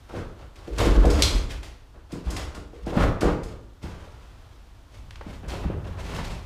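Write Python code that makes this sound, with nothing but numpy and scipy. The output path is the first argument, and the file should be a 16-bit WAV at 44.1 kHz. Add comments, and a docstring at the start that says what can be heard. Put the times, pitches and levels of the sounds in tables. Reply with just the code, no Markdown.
"""A large plastic wheeled bin, grabbed, tipped, dragged and lifted along a timber-framed garage wall.
From inside, the microphone hears the hollow shell knock, the broad walls boom, and wheels and rim
scrape over gritty concrete; one hard clack rings out. For the last stretch the microphone is at the
open door: a few light taps sound and the bin slides on. The garage answers with a short
echo, and a faint hush and rumble come in from outdoors."""
import sys
import numpy as np
from scipy import signal
from scipy.fft import rfft, irfft
from scipy.io import wavfile
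from scipy.ndimage import uniform_filter1d

SR = 44100
rng = np.random.default_rng(int(sys.argv[2]) if len(sys.argv) > 2 else 0)


def waveform_to_disk(signal):
    """Save audio, clipped to [-1, 1], as 16-bit WAV at the path in sys.argv[1]."""
    frames = np.transpose(np.atleast_2d(signal))
    scaled = np.clip(frames, -1, 1) * 32767
    samples = np.round(scaled).astype(np.int16)
    wavfile.write(sys.argv[1], SR, samples)


N = 284445
TIME = np.arange(N) / SR
DOORWAY_S = 4.96  # the microphone is at the open door from here on
USUAL_STROKE_DB = -40  # shell and shudder grow with a stroke's drive above this

# pushes and pulls of the bin: start_s, swell_s, fade_s, drive_db, grit_db (relative to the drive)
BIN_STROKES = [ (0.086, 0.0097, 0.16, -46, -10), (0.125, 0.03, 0.14, -41, -6.5),
               (0.365, 0.03, 0.097, -49.5, -6.5), (0.553, 0.011, 0.57, -53, -1), (0.64, 0.15, .1, -49.5, 1),
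               (0.77, .025, 0.15, -29, -3), (0.82, 0.039, 0.68, -37, -5), (1.019, 0.017, 0.18, -31.5, -19),
               (1.119, 0.048, 0.32, -34.5, 0.5), (1.483, 0.032, 0.085, -47, 7),
               (1.625, 0.0036, 0.15, -50, 1.5), (1.925, .035, 0.074, -53, -22),
               (2.085, 0.048, .13, -47.5, -2.5), (2.225, 0.083, 0.13, -41, -3),
               (2.361, .008, 0.2, -42, -1.5), (2.54, 0.0061, 0.094, -43.5, -11),
               (2.72, 0.029, 0.35, -60.5, 2.5), (2.85, .03, 0.091, -40, -6.5),
               (2.918, 0.086, 0.12, -25.5, -11), (3.21, 0.012, 0.14, -29, -12.5),
               (3.38, 0.14, 0.062, -52.5, 0), (3.812, 0.024, 0.28, -46.5, -2),
               (3.95, 0.081, 0.3, -56, -1.5), (4.12, 0.14, 0.61, -59.5, -0.5),
               (4.898, 0.049, 0.14, -55.5, 1), (5.235, 0.071, 0.1, -48, 0.5), (5.431, .004, .1, -44.5, -28),
               (5.473, 0.025, 0.2, -39, -0.5), (5.58, 0.057, 0.25, -44, -30),
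               (5.839, 0.0077, 0.26, -47.5, -8), (5.955, 0.033, 0.26, -44.5, -2),
               (5.99, 0.18, .16, -40, -1.5), (6.18, 0.076, 0.23, -43.5, 1)]
# blows on the hollow shell: start_s, force_db, pitch_hz (favoured by the spot struck)
SHELL_KNOCKS = [ (0.135, -35, 490), (0.164, -38.5, 180), (0.672, -35.5, 420), (0.81, -23.5, 473),
                (0.867, -24, 292), (0.968, -26, 300), (1.041, -19.5, 595), (1.062, -25, 358),
                (1.185, -29.5, 257), (1.345, -36, 298), (2.124, -35, 265), (2.176, -44, 260),
                (2.325, -40.5, 242), (2.575, -44, 315), (2.73, -43.5, 480), (2.866, -30.5, 434),
                (2.922, -29.5, 590), (2.963, -22, 203), (3.029, -26.5, 654), (3.227, -20, 483),
                (3.25, -25.5, 253), (3.835, -39, 172), (5.26, -41.5, 205), (5.431, -42, 550),
                (5.531, -32, 630), (5.649, -30.5, 154), (5.698, -30.5, 430), (5.855, -41, 700)]
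# flexing wall panels: start_s, level_db, pitch_hz, t60_s
WALL_BOOMS = [ (0.159, -24.5, 67.4, 0.19), (0.708, -24, 52.4, 0.96), (0.786, -17.5, 96, 0.51),
              (0.88, -10.5, 45.6, .3), (0.957, -5, 44.6, 0.6), (1.038, -3, 59.9, 0.18),
              (1.131, -8, 66.6, 0.27), (1.322, -9.5, 43.7, 0.29), (2.261, -11.5, 58.7, .17),
              (2.818, -25.5, 58.5, 0.5), (2.959, -8, 111.7, 0.13), (2.993, -21, 69, 0.16),
              (3.232, -8, 47, 0.12), (3.831, -21.5, 71.7, 0.16), (5.472, -8, 67.7, 0.044),
              (5.644, -14, 70.2, 0.21), (5.713, -19, 97.6, .31), (6.226, -28.5, 75.7, 0.16)]
# ticks of wheels, lid and grit: start_s, level_db, lowest_hz, ping_db (relative to the level)
HARD_TICKS = [ (0.09, -65, 650, -18), (0.555, -59.5, 1500, -14), (0.781, -36, 2000, -15),
              (1.051, -43.5, 3500, -7), (1.102, -39, 3950, -0.5), (1.351, -47, 3160, -11),
              (1.514, -52, 1780, -14), (1.628, -49, 1500, -22), (2.118, -52, 3630, -7),
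              (2.303, -43.5, 5200, -5), (2.363, -38.5, 1840, -12), (2.547, -50, 2540, -12),
              (2.86, -56, 3500, -8), (3.207, -39, 2370, -9.5), (3.432, -51, 4000, -10),
              (3.826, -59, 3970, -11), (5.48, -51, 3500, -14), (6.145, -47.5, 1800, -18)]
# hard parts meeting and rebounding: start_s, level_db
HARD_CLACKS = [(1.101, -45.5), (1.2218, -21), (1.234, -31)]
# light taps: start_s, level_db, brightness_hz, decay_s
LIGHT_TAPS = [(5.1072, -51, 3300, 0.0022), (5.156, -52, 2810, 0.003), (5.208, -43, 900, 0.0053)]

# ringing modes: pitch_hz, relative_db, t60_s
SHELL_RING = [(143, 0, 0.17), (173.9, -0.5, 0.51), (220.3, -7, 0.17), (296.4, 1, 0.42), (345, -9.5, 0.41),
              (359, -15, 0.23), (412.4, -3.5, 0.29), (480, -1.5, 0.43), (676, -15.5, 0.4),
              (723, -1.5, 0.16), (978, -19, .5), (1183, -8, .5)]  # the hollow shell
CLACK_RING = [(2906, -6, .35), (3278, -1, .48), (3365, -2, .45), (3417, -3, .4), (3941, -5, .42),
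              (4250, 1, .4), (4863, -1, .36), (2196, -6, .28), (2369, -9, .4), (4084, -2, .33),
              (4127, -1, .33), (4176, -2, .33), (5128, -3, .35), (5340, -5, .3), (5658, -1, .3),
              (5927, -2, .2), (7569, -8, .25)]  # the hard parts
TICK_RING = [(4670, -6, 0.12), (4970, -3, 0.12), (5340, -3.5, .12), (6650, -4, .08), (8000, -9, 0.063)]  # lid and wheels

# spectra: frequency_hz, relative_db
SHELL_INSIDE_SPECTRUM = [(40, -52), (100, 6), (170, -6.5), (240, -3.5), (330, -0.5), (480, -3),
                         (800, -11.5), (1500, -14.5), (4000, -61.5)]  # the shell's thud from inside the garage
SHELL_DOORWAY_SPECTRUM = [(40, -19), (100, -10), (150, 5), (220, 1), (300, 0), (420, -1), (600, -9),
                          (850, -7.5), (1500, -30), (2700, -17.5), (5000, -56)]  # the same thud from the door
RASP_SPECTRUM = [(200, -29.5), (500, 4), (900, 3.5), (1400, 0.5), (2400, -9.5), (4000, -19.5),
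                 (9000, -54.5)]  # plastic rubbing on concrete
GRIT_SPECTRUM = [(800, -13.5), (2000, 7.5), (3300, 6), (5500, 0.5), (8000, -5), (11000, -11.5),
                 (15000, -18.5)]  # grit crushed under the bin
CLACK_SPECTRUM = [(700, -26), (1700, -12.5), (2300, -1.5), (3000, 0), (4100, 4), (5500, -1), (8000, -6),
                  (11000, -12.5), (15000, -27.5)]  # the crack of hard parts
TICK_SPECTRUM = [(600, -22.5), (2000, 14.5), (3300, 8), (5500, 4), (8000, 1.5), (11000, -6.5), (15000, -16)]  # small hard contacts
RUMBLE_SPECTRUM = [(12, -21.5), (24, 7), (33, -6), (48, 1), (65, -2), (100, -7.5), (150, -19), (300, -68.5)]  # the bin's shudder and the outdoor rumble
HUSH_SPECTRUM = [(35, -22.5), (60, -12), (150, -17), (219, -16.5), (295, -15), (438, -22.5), (780, -20.5),
                 (1450, -24), (2110, -30.5), (3340, -29.5), (7680, -39), (15000, -47.5)]  # open air

# decay of the garage echo: frequency_hz, t60_s
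ECHO_DECAY = [(80, 0.97), (300, 0.81), (1000, 0.7), (3000, 0.49), (7000, 0.42), (14000, 0.27)]
# outdoor hush, rising again at the open door: time_s, level_db
HUSH_LEVEL = [(0, -55), (0.5, -57.5), (1.6, -57.5), (2.0, -59.5), (2.5, -59.5), (3.7, -59.5), (4.2, -57),
              (4.9, -57.5), (5.1, -55.5), (6.45, -55.5)]


def bin_strokes():
    """Each push or pull swells and fades: the drive in dB of the rubbing and of the grit under it."""
    rub, grit = np.zeros((2, N)) + 1e-12
    for start_s, swell_s, fade_s, drive_db, grit_db in BIN_STROKES:
        power = np.interp(TIME[:2 * SR], [0, swell_s, swell_s + fade_s], [0, 1, 0]) ** 2.1
        add(rub, start_s, power * amp(drive_db) ** 2)
        add(grit, start_s, power * amp(drive_db + grit_db) ** 2)
    return 10 * np.log10(rub), 10 * np.log10(grit)


def bin_scrape(rub_db, grit_db):
    """Dragging rasps the plastic and crushes grit; the harder the bin presses, the more its shell joins."""
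    shell_drive = amp(-37 + 1.11 * (rub_db - USUAL_STROKE_DB))
    shaking = stick_slip(per_s=900, scatter_db=2.4, judder_db=1.5, judder_hz=45)
    body = bin_shell(shell_drive * shaking, direct_db=2, ring_db=-12.5)
    rubbing = stick_slip(per_s=1500, scatter_db=1.66, judder_db=1.93, judder_hz=60)
    rasp = amp(rub_db + 0.46) * through(rubbing, response(RASP_SPECTRUM))
    crushing = stick_slip(per_s=6000, scatter_db=1.5, judder_db=2.6, judder_hz=70)
    crunch = amp(grit_db - 2.0) * through(crushing, response(GRIT_SPECTRUM))
    return body + garage(rasp + crunch, direct_db=4)


def bin_knocks(spot_q=1.4, cutoff_ratio=1.5, coupling_db=-15.5):
    """Each spot struck drives the shell near its own pitch; the yielding plastic mutes what lies above."""
    force = np.zeros(N)
    for start_s, force_db, pitch_hz in SHELL_KNOCKS:
        contact = chatter(decay_s=0.006, bite=0.48)
        push = signal.lfilter(*signal.iirpeak(pitch_hz, spot_q, SR), contact)
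        add(force, start_s, blow(cut(push, cutoff_ratio * pitch_hz, "low"), force_db))
    return bin_shell(force, direct_db=-1.5, ring_db=-4.5) * amp(coupling_db)


def bin_shell(force, direct_db, ring_db):
    """The hollow shell gives a broad thud, plus a few lasting modes that do not carry to the door."""
    at_door = TIME >= DOORWAY_S
    thud = through(force * ~at_door, response(SHELL_INSIDE_SPECTRUM))
    thud += through(force * at_door, response(SHELL_DOORWAY_SPECTRUM))
    return garage(thud, direct_db) + amp(ring_db) * through(force * ~at_door, ring(SHELL_RING))


def bin_booms(push_s=0.006, overtone_ratio=3.1, overtone_db=-20.5):
    """A wall panel is pushed in over a few milliseconds and swings back slowly, with a weaker overtone."""
    out, t = np.zeros(N), TIME[:SR]
    for start_s, level_db, pitch_hz, t60_s in WALL_BOOMS:
        swing = (1 - np.exp(-(t / push_s) ** 2)) * amp(-60 * t / t60_s)
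        phase = 2 * np.pi * pitch_hz * t
        tone = np.sin(phase) + amp(overtone_db) * np.sin(overtone_ratio * phase)
        add(out, start_s, amp(level_db) * swing * tone)
    return out


def bin_clack(ring_db=-4.5):
    """Hard parts meet in a sharp crack and rebound, and a cluster of bright modes rings on."""
    cracks, ringing = np.zeros((2, N))
    for start_s, level_db in HARD_CLACKS:
        crack = through(chatter(decay_s=0.0028, bite=0.18), response(CLACK_SPECTRUM))
        add(cracks, start_s, blow(crack, level_db))
        add(ringing, start_s, blow(ring(CLACK_RING), level_db + ring_db))
    return garage(cracks, direct_db=1) + ringing


def bin_ticks():
    """Small bright contacts of wheels, lid and grit, each with a brief plastic ping."""
    out, colour = np.zeros(N), response(TICK_SPECTRUM)
    for start_s, level_db, lowest_hz, ping_db in HARD_TICKS:
        contact = cut(chatter(decay_s=0.0075, bite=0.39), lowest_hz, "high")
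        add(out, start_s, blow(through(contact, colour), level_db))
        add(out, start_s, blow(ring(TICK_RING), level_db + ping_db))
    return out


def light_taps():
    """Brief, light contacts, each a band of chatter with no ringing modes."""
    out = np.zeros(N)
    for start_s, level_db, brightness_hz, decay_s in LIGHT_TAPS:
        contact = cut(chatter(decay_s), 0.31 * brightness_hz, "high")
        add(out, start_s, blow(cut(contact, 1.03 * brightness_hz, "low"), level_db))
    return out


def rumble(rub_db, lag_s=0.043, steadiness=0.55):
    """A deep shudder trails each stroke, over an outdoor rumble that is louder at the door."""
    drive = amp(-33 + 1.1 * (rub_db - USUAL_STROKE_DB))
    pole = np.exp(-1 / (lag_s * SR))
    shudder = signal.lfilter([1 - pole], [1, -pole], drive)
    outdoors = amp(np.where(TIME < DOORWAY_S, -48.5, -41.5))
    noise = through(rng.standard_normal(N), response(RUMBLE_SPECTRUM))
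    envelope = uniform_filter1d(np.abs(signal.hilbert(noise)), SR // 25)
    return unit(noise / envelope ** steadiness) * np.sqrt(N) * (shudder + outdoors)


def garage(x, direct_db, build_s=0.0021):
    """Direct sound, direct_db above a dense echo off studs, roof and car; the treble dies first."""
    t, hz = TIME[:SR], np.fft.rfftfreq(SR, 1 / SR)
    noise, tail = rfft(rng.standard_normal(SR)), 0
    centres_hz = [f for f, _ in ECHO_DECAY]
    for share, (_, t60_s) in zip(np.eye(len(centres_hz)), ECHO_DECAY):
        band = irfft(noise * lookup(list(zip(centres_hz, share)), hz), SR)
        tail = tail + band * amp(-60 * t / t60_s)
    echo = rfft(tail * (1 - np.exp(-t / build_s)))
    # smooth the random echo's spectrum so that it colours the sound evenly
    echo /= np.sqrt(uniform_filter1d(np.abs(echo) ** 2, size=50))
    room = unit(irfft(echo, SR)[:SR * 4 // 5])
    room[0] += amp(direct_db)
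    return through(x, unit(room))


def outdoor_hush():
    """Faint open air, reaching the microphone through the door."""
    level_db = np.interp(TIME, *np.transpose(HUSH_LEVEL))
    return through(rng.standard_normal(N), response(HUSH_SPECTRUM)) * amp(level_db)


def stick_slip(per_s, scatter_db, judder_db, judder_hz):
    """Friction: dense clicks of uneven size that come in bunches; rms 1."""
    size = amp(scatter_db * np.minimum(rng.exponential(size=N), 4))
    clicks = (rng.random(N) < per_s / SR) * rng.choice([-1, 1], N) * size
    hold = int(SR / judder_hz)
    judder = uniform_filter1d(np.repeat(rng.standard_normal(N // hold + 1), hold), hold)[:N]
    return unit(clicks * amp(judder_db * judder / judder.std())) * np.sqrt(N)


def chatter(decay_s, bite=0.43):
    """A contact: a burst of tiny impacts that rises over bite * decay_s and dies quickly."""
    t = TIME[:8192]
    burst = rng.standard_normal(len(t)) * np.exp(-t / decay_s)
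    window = (1 - np.exp(-t / (bite * decay_s))) * np.exp(-(t / decay_s / 4) ** 2)
    for _ in range(3):  # flatten the spectrum, so all pitches are excited about equally
        burst = irfft(np.exp(1j * np.angle(rfft(burst)))) * window
    return burst


def ring(modes):
    """Unit-energy ring of decaying modes in random phase."""
    t = TIME[:SR // 2]
    return unit(sum(amp(db - 60 * t / t60_s) * np.sin(2 * np.pi * (hz * t + rng.random()))
                    for hz, db, t60_s in modes))


def blow(x, level_db):
    """Give a blow the energy of 50 ms at the stated level."""
    return unit(x) * amp(level_db) * np.sqrt(SR / 20)


def response(spectrum, size=8192):
    """Causal unit-energy impulse response of a spectrum, by the folded cepstrum."""
    gain = amp(lookup(spectrum, np.fft.rfftfreq(size, 1 / SR)))
    cepstrum = irfft(np.log(gain))
    cepstrum[1:size // 2] *= 2
    cepstrum[size // 2 + 1:] = 0
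    return unit(irfft(np.exp(rfft(cepstrum))))


def lookup(points, hz):
    """Read (frequency_hz, value) points on a log-frequency axis."""
    points_hz, values = np.transpose(points)
    return np.interp(np.log(np.maximum(hz, 1)), np.log(points_hz), values)


def through(x, impulse_response):
    """Convolve, keeping the sound's length."""
    return signal.oaconvolve(x, impulse_response)[:len(x)]


def cut(x, hz, kind, order=2):
    """Low-pass or high-pass."""
    return signal.sosfilt(signal.butter(order, hz, kind, fs=SR, output="sos"), x)


def add(out, start_s, x):
    """Mix a sound in at start_s."""
    i = int(start_s * SR)
    out[i:i + len(x)] += x[:N - i]


def amp(db):
    """Decibels to gain."""
    return 10 ** (np.asarray(db) / 20)


def unit(x):
    """Scale to unit energy."""
    return x / np.sqrt(np.sum(x ** 2) + 1e-18)


def scene():
    """The bin in mono: scraping and taps sound clearer; knocks, ticks and booms carry more echo."""
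    rub_db, grit_db = bin_strokes()
    contacts = garage(bin_ticks(), direct_db=-1) + garage(light_taps(), direct_db=3) + bin_clack()
    body = bin_scrape(rub_db, grit_db) + bin_knocks() + garage(bin_booms(), direct_db=-0.5)
    return (body + contacts + rumble(rub_db) + outdoor_hush())[None]


def record(dry, bass_cut_hz=26, top_hz=15400):
    """The microphone chain drops the deepest bass, rounds the highest peaks and cuts the top."""
    rounded = np.tanh(cut(dry, bass_cut_hz, "high", order=4))
    return signal.sosfilt(signal.ellip(10, 0.2, 80, top_hz, fs=SR, output="sos"), rounded)


dry = scene()
out = record(dry)
waveform_to_disk(out)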